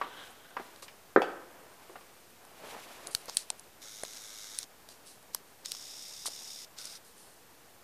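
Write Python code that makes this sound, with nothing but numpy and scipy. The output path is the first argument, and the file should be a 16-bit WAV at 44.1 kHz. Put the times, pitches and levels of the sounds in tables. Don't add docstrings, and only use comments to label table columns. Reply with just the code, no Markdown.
import sys
import numpy as np
from scipy import signal
from scipy.fft import rfft, irfft, next_fast_len
from scipy.io import wavfile
from scipy.ndimage import uniform_filter1d, map_coordinates

SR = 44100
rng = np.random.default_rng(int(sys.argv[2]) if len(sys.argv) > 2 else 0)


def wrap_up_sound(samples):
    columns = np.atleast_2d(samples).T
    tamed = np.clip(columns, -1, 1)
    steps = np.round(tamed * 32767).astype(np.int16)
    wavfile.write(sys.argv[1], SR, steps)


def level_to_linear(level):
    exponent = np.asarray(level, float) / 20
    return 10 ** exponent


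N = 345636
T = np.arange(N) / SR

# centre_hz, width_hz, level_db
SHELL_MODES = [(2530, 3000, -2), (3630, 290, 8), (4440, 1880, 22), (6800, 840, -21), (9340, 2030, 14),
               (11550, 940, 10.5), (13700, 1300, -14.5)]


def unit(x):
    return x / np.sqrt(np.mean(x ** 2) + 1e-20)


def peak(x):
    return x / np.abs(x).max()


def filtered(x, response):
    m = next_fast_len(len(x) + 4096)
    return irfft(rfft(x, m) * response(np.fft.rfftfreq(m, 1 / SR)), m)[:len(x)]


def along(points, hz):
    f, v = np.transpose(points)
    return np.interp(np.log(hz + 1), np.log(f + 1), v)


def coloured(x, spectrum):
    return unit(filtered(x, lambda f: level_to_linear(along(spectrum, f))))


def modes(table):
    def response(f):
        total = 0
        for k, (centre, width, db) in enumerate(table):
            resonance = 1j * f * width / (centre * centre - f * f + 1j * f * width)
            total = total + (-1) ** k * level_to_linear(db) * resonance
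        return total
    return response


def wobble(rate):
    return map_coordinates(rng.standard_normal(int(N * rate / SR) + 4), [T * rate])


def grains(rough_db, rate):
    return rng.standard_normal(N) * level_to_linear(rough_db * wobble(rate))


def add(track, s, sound):
    i = round(s * SR)
    track[i:i + len(sound)] += sound[:len(track) - i]


def decay(t, t60):
    return level_to_linear(-60 * t / t60)


def struck(t, hz, t60, rise_s):
    return np.sin(2 * np.pi * hz * t) * decay(t, t60) * (1 - np.exp(-t / rise_s))


def floor():
    # pitch_hz, level_db (per Hz)
    hiss_colour = [(22, -17), (55, -4), (302, -3.5), (381, -6), (457, -1.5), (507, -4.5), (831, -7),
                   (1330, -9.5), (1670, -8), (2060, -10), (14800, -14.5)]
    blip_times = [.504, 1.606, 1.641, 1.701, 1.741, 1.84, 1.906, 1.937, 2.005, 2.036, 2.07, 2.14, 2.172,
                  2.205, 2.27, 2.305, 3.642, 5.478, 5.508, 5.611, 7.508, 7.747]
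    hiss = coloured(rng.standard_normal(N), hiss_colour)
    whine = unit(level_to_linear(2 * wobble(12)) * np.sin(2 * np.pi * 12290 * T + 1.5 * wobble(20)))
    gate = np.zeros(N)
    for s in blip_times:
        add(gate, s - .015, np.hanning(round(.03 * SR)) ** 2)
    blips = gate * np.sin(2 * np.pi * 8700 * T)
    return level_to_linear(-59) * hiss + level_to_linear(-76.5) * whine + level_to_linear(-64) * blips


def level(start, stop, start_db, stop_db):
    return level_to_linear(np.interp(T, [start - .025, start, stop, stop + 0.031], [-95, start_db, stop_db, -95]))


def motor():
    # start_s, stop_s, start_db, stop_db
    runs = [
        (3.82, 4.639, -50, -47.5),
        (5.663, 6.646, -48, -46.5),
        (6.787, 6.975, -46.5, -49.5),
    ]
    # pitch_hz, level_db (per Hz)
    barrels = [
        [(590, -52), (1000, -18), (1240, -8), (1890, -12.5), (2140, -3.5), (2500, -15), (3250, -6.5),
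         (3720, 1.5), (4360, -5.5), (5600, 1), (6490, -5), (8420, -9), (11400, -13), (15000, -18.5)],
        [(1180, -37), (2000, -14), (2210, -15), (3180, -12.5), (3640, -2), (4340, -11.5), (4850, -1.5),
         (5360, 1.5), (6090, -5.5), (7510, -13), (9280, -11), (10400, -17.5), (13800, -21.5), (15000, -26)],
        [(880, -26), (1500, -5.5), (1720, -17), (2140, -10), (2860, -13), (3710, -10.5), (4950, -3.5),
         (7420, -9), (9360, -7.5), (10200, -16), (13800, -18.5), (15000, -24)],
    ]
    # centre_hz, width_hz, level_db
    ridge_sets = [
        [(1510, 170, -4.5), (6600, 250, -1), (7970, 180, -5), (9200, 300, -2), (11500, 480, -4),
         (13900, 400, -8)],
        [(6750, 140, -2), (8040, 320, -7), (9600, 160, -7), (10800, 250, -13), (11200, 400, -4),
         (13600, 270, -2)],
        [(3640, 230, 1), (5440, 670, -7), (8200, 300, -19), (8950, 190, -5), (10800, 330, 0), (13500, 420, -8)],
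    ]
    teeth = [
        (0.05, 0.082, 0.37),
        (0.083, 0.23, 0.11),
        (0.13, 0.067, 0.19),
    ]
    shaft_hz = 35.5
    out = np.zeros(N)
    turn = 2 * np.pi * np.cumsum(shaft_hz * (1 + 0.011 * wobble(4.2))) / SR
    for run, barrel, ridges, depths in zip(runs, barrels, ridge_sets, teeth):
        mesh = 1 + sum(d * np.cos((k + 1) * turn + k) for k, d in enumerate(depths))
        rattle = mesh * grains(0.9, 300)
        whir = filtered(rattle, lambda f: level_to_linear(along(barrel, f)) * (0.58 + 0.98 * np.abs(modes(ridges)(f))))
        out += level(*run) * unit(whir)
    return out


def swells(rows, column=3):
    power = 0
    for row in rows:
        away = np.maximum((row[0] - T) / row[1], (T - row[0]) / row[2])
        power = power + level_to_linear(row[column] - 20 * away) ** 2
    return np.sqrt(power)


def scuffs():
    # peak_s, rise_s, fall_s,
    # carpet_db, clothes_db
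    movements = [(0.0, 0.11, 0.93, -47.5, -69), (.24, 0.31, 0.22, -62, -58.5), (.62, 0.12, 0.56, -59, -61),
                 (1.32, 0.19, 0.83, -48, -74), (1.85, 0.44, 1.3, -60, -66), (2.42, 0.095, 1.7, -57, -78),
                 (2.645, 0.044, 0.53, -42, -59), (2.71, 0.226, 0.11, -53, -52.5), (2.82, 0.41, 1, -51, -55),
                 (3.06, 0.19, 0.22, -46, -59), (3.3, 0.34, 0.39, -61, -59)]
    # peak_s, rise_s, fall_s, level_db
    drags = [
        (.05, .06, 0.092, -50),
        (.222, 0.24, 0.11, -46.5),
        (.45, .5, 0.42, -58.5),
    ]
    # pitch_hz, level_db (per Hz)
    pile_colour = [(71, -40), (120, -12.5), (312, -1), (398, 1), (521, 1), (729, 2), (1430, -3),
                   (3000, -15), (3900, -30), (6600, -120)]
    # pitch_hz, level_db (per Hz)
    cloth_colour = [(1200, -16), (1800, 0), (2600, 1.5), (3500, -0.5), (5500, -3.5), (9000, -7.5),
                    (12000, -7), (15000, -18)]
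    # centre_hz, width_hz, level_db
    sole_modes = [(1540, 220, 1.5), (2350, 340, -10), (3170, 450, -2.5), (4120, 340, -10)]
    body = coloured(grains(2.13, 45), pile_colour)
    brush = coloured(grains(1.8, 70), cloth_colour)
    rasp = unit(filtered(grains(1.5, 92.6), modes(sole_modes)))
    pile = np.hypot(swells(movements), level_to_linear(-59))
    cloth = swells(movements, column=4)
    return level_to_linear(-4.5) * pile * body + level_to_linear(1.5) * cloth * brush + level_to_linear(-2.0) * swells(drags) * rasp


def room(x):
    # pitch_hz, t60_s
    wall_decay = [(150, 0.56), (500, 0.6), (1400, 0.61), (3000, 0.62), (8000, 0.46)]
    hz, t, z = signal.stft(rng.standard_normal(SR // 2 + SR // 4), SR, nperseg=256)
    fade = decay(t, along(wall_decay, hz)[:, None])
    tail = signal.istft(z * fade, SR, nperseg=256)[1]
    t = np.arange(len(tail)) / SR
    tail = tail * (1 + 4 * decay(t, 0.1)) * (t > .008)
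    return signal.fftconvolve(x, tail / np.linalg.norm(tail))


def knocks(table, panel, ratio, ring, rough, body_db, soft_hz, deep_hz, wet_db):
    out, t = np.zeros(N), np.arange(SR // 20) / SR
    edge_modes = modes([(2380, 980, 3.0), (3480, 1800, -1.5), (4800, 960, -3.5)])
    for s, db, low_hz, high_db, edge_db in table:
        high_hz = ratio * low_hz
        contact = decay(t, 3 * ring) * (1 - np.exp(-t / 0.0015))
        scrape, grit = rng.standard_normal((2, len(t))) * contact
        low = peak(struck(t, low_hz, 1.8 * ring, 0.00073))
        high = peak(-struck(t, high_hz, ring, .0007))
        low = low + rough * peak(filtered(scrape, modes([(low_hz, 0.61 * low_hz, 0)])))
        high = high + rough * peak(filtered(scrape, modes([(high_hz, 0.49 * high_hz, 0)])))
        edge = filtered(rng.standard_normal(len(t)) * decay(t, 0.034), edge_modes)
        dull = low + level_to_linear(high_db) * high + level_to_linear(body_db) * peak(filtered(grit, modes(panel)))
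        dull = filtered(dull, lambda f: (1 + 1j * f / soft_hz) ** -4)
        blow = level_to_linear(db) * (peak(dull) + level_to_linear(edge_db) * peak(edge))
        add(out, s, blow)
        add(out, s, level_to_linear(wet_db) * room(blow))
    return filtered(out, lambda f: (1j * f / (1j * f + deep_hz)) ** 4)


def door():
    # start_s, peak_db, low_mode_hz, high_mode_db, edge_db
    blows = [
        (1.1612, 0, 426, -3, -37),
        (1.2185, -16.5, 260, 23, -9.5),
    ]
    # centre_hz, width_hz, level_db
    door_modes = [(401, 150, -1), (570, 140, 2), (770, 230, -0.5), (1040, 71, -14), (1560, 230, 6.5)]
    return knocks(blows, door_modes, ratio=3.01, ring=0.0065, rough=0.43, body_db=-2.5,
                  soft_hz=2220, deep_hz=184, wet_db=-3.5)


def steps():
    # start_s, peak_db, low_mode_hz, high_mode_db, edge_db
    blows = [
        (.0135, -19.5, 562, 14, -25),
        (.567, -25.5, 475, 20, -13.5),
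        (.597, -32, 387, -5, -13),
        (.825, -39.5, 550, 9, -6),
        (.881, -41, 910, 18, 1.5),
        (1.895, -38, 381, -22, -35),
        (1.956, -36, 590, 3, -26),
        (2.01, -46, 523, 5, -3),
    ]
    # centre_hz, width_hz, level_db
    board_modes = [(199, 120, -6), (452, 190, -15.5), (700, 180, 11), (1050, 220, -5), (1630, 340, -20)]
    return knocks(blows, board_modes, ratio=2.03, ring=0.016, rough=1.14, body_db=-0.5,
                  soft_hz=4340, deep_hz=80, wet_db=-7.0)


def rubs():
    # start_s, rise_s, length_s, level_db, brightness_db
    strokes = [(0.297, 0.0087, .033, -67, 12), (0.821, 0.0021, 0.05, -50.5, -3),
               (3.065, .003, .04, -65, 29), (3.106, .004, 0.17, -54.5, 5), (3.281, 0.0012, 0.047, -60, -26),
               (3.297, 0.036, 0.028, -54, -5), (3.339, .012, 0.027, -56, 14),
               (3.364, 0.012, 0.092, -46.5, -2), (3.558, 0.027, .045, -67, 6),
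               (4.886, .003, 0.11, -58.5, -4), (5.043, 0.026, 0.13, -56, 1), (5.33, 0.0054, 0.076, -57, -6),
               (5.642, 0.01, 0.031, -53.5, -19), (6.253, 0.013, 0.025, -36, -0.5),
               (6.761, 0.018, .02, -56, -12), (7.04, 0.0092, 0.12, -62, 3), (7.138, 0.044, .33, -62.5, 4)]
    hold = 0.14
    upper, middle = np.zeros(N), np.zeros(N)
    for s, rise, length, db, bright_db in strokes:
        corners = np.cumsum([s, rise, hold * length, (1 - hold) * length])
        stroke = np.interp(T, corners, [0, 1, 1, 0]) ** 1.37
        upper += level_to_linear(db + bright_db / 2) * stroke
        middle += level_to_linear(db - bright_db / 2) * stroke
    skin = grains(1.6, 500)
    upper_skin = unit(filtered(skin, modes(SHELL_MODES[3:])))
    middle_skin = unit(filtered(skin, modes(SHELL_MODES[:3])))
    return upper * upper_skin + middle * middle_skin


def snap(t):
    shape = (t / 0.00071) ** 2 * np.exp(-t / 0.00052) + 0.015 * decay(t, 0.091)
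    x = 0.56 * rng.standard_normal(len(t)) * shape
    x[40] += .9
    return x


def clicks():
    # start_s, peak_db, middle_db, top_db
    snaps = [(0.7602, -51.5, 5, -8), (2.4503, -45, -17, -6), (3.0704, -25.5, -10.5, -3),
             (3.1486, -17, -4.5, -2), (3.2565, -34, -17, -2), (3.2829, -40, -6, -20), (3.296, -39, 4, -23),
             (3.3692, -6.5, -14, -33), (3.5019, -15, -10, -14), (3.5951, -30, -19, -9),
             (4.0342, -21.5, -18.5, -14), (4.05, -39, 1, -19), (4.133, -38, -4, -22), (4.169, -40, -1, -22),
             (4.548, -42.5, 1, -22), (4.587, -13, -14.5, -8), (4.629, -33.5, -7, -23),
             (4.8883, -42.5, -6, 4), (5.227, -44, -18, -4), (5.3466, -15.5, -12, 0),
             (5.658, -27, -4.5, -23), (5.718, -21.5, -5.5, -5), (5.7496, -43, 4, -12),
             (5.8192, -43, -6, -13), (6.258, -25, -13, -15), (6.2743, -30, -20, -23),
             (6.2824, -25, -17, -16), (6.7854, -32.5, -5.5, -22), (6.8537, -27, -12.5, -4)]
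    # start_s, peak_db, pitch_hz
    thumps = [(0.7604, -51, 680), (2.4503, -50, 1130), (2.766, -37.5, 795), (2.789, -42, 700),
              (3.0705, -50, 583), (3.1486, -57, 1110), (3.2565, -57, 452), (3.2833, -36.5, 520),
              (3.287, -38, 1010), (3.2959, -36, 905), (3.5039, -34, 880), (4.0349, -28, 630),
              (4.0492, -44, 1150), (4.8883, -49, 662), (5.3486, -32.5, 1010), (5.7182, -51, 452),
              (5.7485, -45.5, 1120), (6.257, -33, 1080), (6.2745, -40.5, 1100), (6.2825, -38, 620),
              (6.8535, -49, 600)]
    out, t = np.zeros(N), np.arange(SR // 25) / SR
    for s, db, middle_db, top_db in snaps:
        x = snap(t)
        top = peak(filtered(x, modes(SHELL_MODES[5:])))
        upper = peak(filtered(x, modes(SHELL_MODES[3:5])))
        middle = peak(filtered(x, modes(SHELL_MODES[:3])))
        click = filtered(upper, lambda f: 1 / (1 + (f / 12500) ** 8))
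        click = click + level_to_linear(top_db - 6.5) * top + level_to_linear(middle_db + 8.5) * middle
        add(out, s, level_to_linear(db + 0.5) * click)
    for s, db, thump_hz in thumps:
        thump = -struck(t, thump_hz, 6.5 / thump_hz, 0.0005)
        touch = filtered(snap(t), modes([(1920, 600, 2), (550, 310, 8)]))
        add(out, s, level_to_linear(db) * (peak(thump) + level_to_linear(-5.5) * peak(touch)))
    jolt = np.sin(2 * np.pi * 105 * t) * (t < 1 / 105)
    add(out, 3.1465, level_to_linear(-46.5) * jolt)
    return out


def scene():
    mono = floor() + motor() + scuffs() + door() + steps() + rubs() + clicks()
    return np.array([mono, mono])


def band_limit(x):
    return signal.sosfilt(signal.butter(12, 16340, fs=SR, output="sos"), x)


def record(dry):
    mono, top_hz = dry[0], 15000
    low = filtered(mono, lambda f: f < top_hz)
    top = filtered(mono, lambda f: f < top_hz + 1150) - low
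    attack = uniform_filter1d(np.abs(top), size=64) > level_to_linear(-60)
    mono = low + level_to_linear(-10) * top * attack
    mono = mono - .0006
    z = signal.stft(mono, nperseg=1024)[2]
    frames = np.repeat(rng.random(z.shape[1]) < .2, 2)[:z.shape[1]]
    bands = np.repeat(rng.random(z.shape) < .6, 24, axis=0)[:z.shape[0]]
    error = np.minimum(np.abs(z), level_to_linear(-57)) * np.exp(2j * np.pi * rng.random(z.shape))
    side = level_to_linear(-17) * signal.istft(error * frames * bands, nperseg=1024)[1][:N]
    return band_limit(np.array([mono + side, mono - side]))


dry = scene()
out = record(dry)
wrap_up_sound(out)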